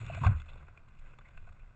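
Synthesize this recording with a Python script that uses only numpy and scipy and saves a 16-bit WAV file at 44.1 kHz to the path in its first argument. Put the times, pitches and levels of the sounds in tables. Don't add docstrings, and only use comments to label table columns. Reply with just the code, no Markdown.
import sys
import numpy as np
from scipy import signal
from scipy.io import wavfile
from scipy.ndimage import uniform_filter1d

SR = 44100
rng = np.random.default_rng(int(sys.argv[2]) if len(sys.argv) > 2 else 0)


def boost(x):
    u = np.asarray(x, float) / 20
    return 10 ** u


def generate_wav(signal):
    frames = np.transpose(np.atleast_2d(signal))
    scaled = np.clip(frames, -1, 1) * 32767
    pcm = np.round(scaled).astype(np.int16)
    wavfile.write(sys.argv[1], SR, pcm)


N = 77175

# pitch_hz, width_hz, level_db
BOX_MODES = [(567, 130, -5.5), (684, 174, -5.5), (1097, 470, 0.5), (1510, 262, 1), (2050, 350, -5.5),
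             (2552, 407, -1.5), (3520, 570, -14), (4120, 540, -21), (5650, 1400, -25.5), (6823, 450, -18),
             (7760, 1100, -22), (347, 265, -9)]
# start_s, rasp_level_db, brightness_db_per_octave
FUR_PRESSURE = [(0, -53, 7.5), (.09, -55, 2.5), (.14, -50, 2), (.2, -49, 2.5), (0.278, -48, -2),
                (0.344, -51.5, -4), (.38, -58, 4), (.45, -65, 1.5), (0.561, -59.5, -1), (.65, -65, -1),
                (.75, -67, -2.5), (.86, -69, -2.1), (.97, -67, 0.6), (1.07, -61.5, -0.5), (1.16, -67, -1.5),
                (1.34, -65.5, 0), (1.42, -64.5, -0.2), (1.75, -68.5, -1.2)]
# start_s, peak_db, brightness_db_per_octave, length_s
HAIR_TICKS = [(0.011, -47.5, -5, 0.016), (0.03, -47.5, -12, 0.0046), (0.049, -54.5, -3.5, 0.0025),
              (0.064, -44, 10, 0.0034), (0.146, -38, 1, 0.0084), (0.399, -47, 4, 0.0095),
              (0.418, -43.5, 4.5, 0.0023), (0.457, -55, 3, 0.021), (0.531, -50, -2, 0.0042),
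              (0.556, -48.5, -4.5, 0.0047), (0.623, -49.5, -5.5, 0.015), (0.682, -47.5, -4.5, 0.0083),
              (0.774, -50, -2, 0.0061), (0.884, -61.5, 8, 0.01), (0.989, -59.5, 12, 0.013),
              (1.186, -46, 0, 0.0061), (1.212, -54, -0.5, 0.013), (1.285, -52, 1, 0.0096),
              (1.373, -48, 0.5, 0.0094), (1.489, -52, 0.5, 0.012), (1.524, -59.5, 7, 0.011),
              (1.645, -90, -15, 0.0055), (1.706, -59.5, -3, 0.0064)]
# start_s, peak_db, pitch_hz, length_s
DRAGS = [(.005, -52, 2474, 0.022), (.06, -43, 2596, 0.098), (.115, -39, 2474, 0.067),
         (.205, -39, 1000, 0.054), (0.231, -32.5, 979, 0.024), (.243, -30.5, 1244, 0.019),
         (0.24, -45.5, 3440, .05), (0.257, -35.5, 2250, 0.023), (0.263, -29, 1466, 0.012),
         (0.275, -35, 1320, .01), (.285, -42, 1048, 0.054), (0.478, -48.5, 2550, .035),
         (0.483, -53.5, 3470, 0.036), (.57, -63.5, 3520, 0.036), (1.242, -53.5, 2050, 0.052),
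         (1.464, -55.5, 1440, 0.021), (1.588, -61, 2380, 0.032)]
# start_s, peak_db, pitch_hz
BUCKLE_KNOCKS = [
    (0.099, -35, 670),
    (0.175, -38.5, 671),
    (0.267, -30.5, 747),
    (1.475, -54.5, 681),
]
# start_s, peak_db, pitch_hz
PANEL_PINGS = [(.2355, -25, 1085), (0.2358, -31, 913), (0.247, -27.5, 1127), (0.267, -27, 1084),
               (.401, -53, 3430), (.534, -59, 3570), (0.682, -54.5, 1415), (.775, -50, 2454),
               (1.189, -50, 1156), (1.188, -61, 3490), (1.21, -55, 1480), (1.3753, -49, 2640),
               (1.3757, -53, 1490), (1.524, -67, 1480), (1.645, -63, 1490)]
# start_s, peak_db, pitch_hz, hold_s
BOX_ROCKS = [(.035, -60, 120.6, .01), (0.058, -45.5, 97.2, 0.017), (0.121, -41, 124, 0.016),
             (0.165, -32, 82.6, 0.025), (0.216, -25.5, 121.7, 0.012), (0.238, -25, 91, 0.018),
             (0.2602, -22.5, 58.1, 0.022), (0.2639, -15, 86.4, .037), (0.316, -20.5, 91.6, .01),
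             (0.349, -30.5, 63.8, 0.023), (1.38, -50, 84, 0.019), (1.417, -48.5, 70, 0.024),
             (1.49, -53, 70, 0.051)]
# start_s, peak_db, pitch_hz
BOX_LURCHES = [
    (0, -37.5, 112),
    (0.262, -35.5, 27),
    (0.492, -43, 25),
    (0.798, -50.5, 16),
    (0.988, -45, 19.4),
    (1.359, -40, 17.85),
    (1.6, -47, 30),
]
# pitch_hz, width_hz, level_db
MOUNT_MODES = [
    (20.9, 14, 1.5),
    (49.6, 42, -8),
    (70, 34, 1.5),
    (92.6, 29, -7.5),
    (128.8, 20.5, -3),
    (195.4, 33, -15),
]
# start_s, level_db
MOUNT_SHAKE = [
    (0.0, -44),
    (0.214, -44.5),
    (0.34, -43.5),
    (0.476, -57.5),
    (0.588, -53.5),
    (0.774, -59.5),
    (1.276, -58.5),
    (1.75, -63.5),
]


def unit(x):
    return x / np.sqrt(np.mean(x ** 2))


def ring(x, hz, width_hz):
    return signal.lfilter(*signal.iirpeak(hz, hz / width_hz, SR), x)


def ring_twice(x, hz, width_hz):
    return ring(ring(x, hz, width_hz), hz, width_hz)


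def curve(table):
    times, values = np.array(table).T
    return np.interp(np.arange(N) / SR, times, values)


def walk(rate_hz):
    k = int(SR / rate_hz)
    steps = np.repeat(rng.standard_normal(N // k + 1), k)
    return 0.74 * uniform_filter1d(uniform_filter1d(steps, k), k)[:N]


def add(out, start_s, x, peak_db):
    i = int(start_s * SR)
    x = x[:N - i]
    out[i:i + len(x)] += x * boost(peak_db) / np.abs(x).max()


def puff(noise, length_s, rise_share):
    t = np.arange(len(noise)) / SR
    rise = np.minimum(t / (rise_share * length_s), 1)
    return noise * rise * np.exp(-2 * (t / length_s) ** 3)


def struck(hz, rise_s, t60_s):
    t = np.arange(N) / SR
    decay = np.exp(-np.log(1000) * t / t60_s)
    return (1 - np.exp(-t / rise_s)) * decay * np.sin(2 * np.pi * hz * t)


def box(x, tilt=0, flicker_db=0):
    out = 0
    skirt_db, tilt_top_hz = -5, 3900
    for k, (hz, width_hz, db) in enumerate(BOX_MODES):
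        once = ring(x, hz, width_hz)
        level_db = db + tilt * np.log2(min(hz, tilt_top_hz) / 1500)
        if flicker_db:
            level_db = level_db + flicker_db * walk(40)
        gain = (-1) ** k * boost(level_db) * np.sqrt(300 / width_hz)
        out = out + gain * (ring(once, hz, width_hz) + boost(skirt_db) * once)
    return out


def fur():
    slips_per_s, slip_s, slip_spread_db = 300, 0.0022, 1
    smooth_rub_db, flicker_db = 2.6, 2.5
    rows = np.array(FUR_PRESSURE)
    press_db, tilt = curve(rows[:, [0, 1]]), curve(rows[:, [0, 2]])
    strength = boost(slip_spread_db * np.minimum(rng.exponential(size=N), 3))
    slips = (rng.random(N) < slips_per_s / SR) * strength
    grip = signal.lfilter([1], [1, -np.exp(-1 / (slip_s * SR))], slips)
    friction = (unit(grip) + boost(smooth_rub_db)) * rng.standard_normal(N)
    rub = box(friction, tilt, flicker_db)
    treble = signal.sosfilt(signal.butter(4, 5000, "high", fs=SR, output="sos"), rub)
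    treble_gain = boost(0.15 * (press_db + 83.5)) - 1
    return (rub + treble * treble_gain) * boost(press_db) / np.median(np.abs(rub)) / 2


def ticks():
    out = np.zeros(N)
    noises = rng.standard_normal((len(HAIR_TICKS), 4096))
    for (start_s, db, tilt, length_s), noise in zip(HAIR_TICKS, noises):
        touch = puff(noise, length_s, 0.063)
        add(touch, 0, np.ones(2), 9)
        add(out, start_s, box(touch, tilt), db)
    return out


def scrapes():
    out = np.zeros(N)
    focus_db, focus_q, tilt = 4, 8.0, 1.2
    noises = rng.standard_normal((len(DRAGS), 8192))
    for (start_s, db, hz, length_s), noise in zip(DRAGS, noises):
        drag = puff(noise, length_s, 0.23)
        pitched = unit(ring_twice(drag, hz, hz / focus_q))
        add(out, start_s, unit(box(drag, tilt)) + boost(focus_db) * pitched, db)
    return out


def buckle():
    out = np.zeros(N)
    for start_s, db, hz in BUCKLE_KNOCKS:
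        add(out, start_s, struck(hz, rise_s=0.0012, t60_s=0.04), db)
    for start_s, db, hz in PANEL_PINGS:
        add(out, start_s, struck(hz, rise_s=0.00029, t60_s=0.031), db)
    return out


def rocking():
    out = np.zeros(N)
    attack_s, release_s, rise_hz_per_s, overtone_db = 0.0042, 0.0054, 645, -17.5
    lead = 1500
    t = np.arange(-lead, 6000) / SR
    for start_s, db, hz, hold_s in BOX_ROCKS:
        phase = 2 * np.pi * (hz * t + rise_hz_per_s * t ** 2 / 2)
        swell = np.maximum(-t, 0) / attack_s
        fall = np.maximum(t - hold_s, 0) / release_s + 8 * np.maximum(t, 0)
        shape = uniform_filter1d(np.exp(-swell - fall), size=150)
        shape = shape * np.minimum(np.arange(len(t)) / 500, 1)
        overtone = boost(overtone_db) * shape * np.cos(2 * phase)
        add(out, start_s - lead / SR, shape * (np.sin(phase) - overtone), db)
    return out


def settling():
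    out = np.zeros(N)
    for start_s, db, hz in BOX_LURCHES:
        add(out, start_s, struck(hz, rise_s=0.0067, t60_s=0.81), db)
    ringdown = struck(74.4, rise_s=0.0041, t60_s=0.94) * boost(3.7 * walk(26.9))
    add(out, 0.24, ringdown, -32.5)
    return out


def mount():
    shake_db = curve(MOUNT_SHAKE)
    modes = []
    for hz, width_hz, db in MOUNT_MODES:
        level = boost(db + 1.5 * walk(15))
        modes.append(level * unit(ring_twice(rng.standard_normal(N), hz, 1.58 * width_hz)))
    sway_db = -60.5 + 0.33 * (shake_db + 61.5)
    return unit(sum(modes[1:])) * boost(shake_db) + modes[0] * boost(sway_db)


def mount_hum():
    middle_s, span_s = 1.137, 0.14
    hum = boost(-60.5) * unit(ring(rng.standard_normal(N), 131.6, 4.2))
    return hum * np.exp(-((np.arange(N) / SR - middle_s) / span_s) ** 2)


def scene():
    contact = fur() + ticks() + scrapes() + buckle()
    for hz, width_hz in ((3170, 130), (6400, 400)):
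        contact = signal.lfilter(*signal.iirnotch(hz, hz / width_hz, SR), contact)
    return (contact + rocking() + settling() + mount() + mount_hum())[None]


def roll_off(x):
    return signal.sosfilt(signal.butter(12, 9320, fs=SR, output="sos"), x)


def record(dry):
    hiss_db, hiss_hz, top_hz, floor_db = -78, 606, 8346, -97.5
    dull = signal.lfilter(*signal.butter(1, hiss_hz, fs=SR), rng.standard_normal(dry.shape))
    hiss = boost(hiss_db) * unit(dull)
    mix = signal.sosfilt(signal.cheby1(10, .5, top_hz, fs=SR, output="sos"), dry + hiss)
    mix = mix + boost(floor_db) * rng.standard_normal(dry.shape)
    return roll_off(mix)


dry = scene()
out = record(dry)
generate_wav(out)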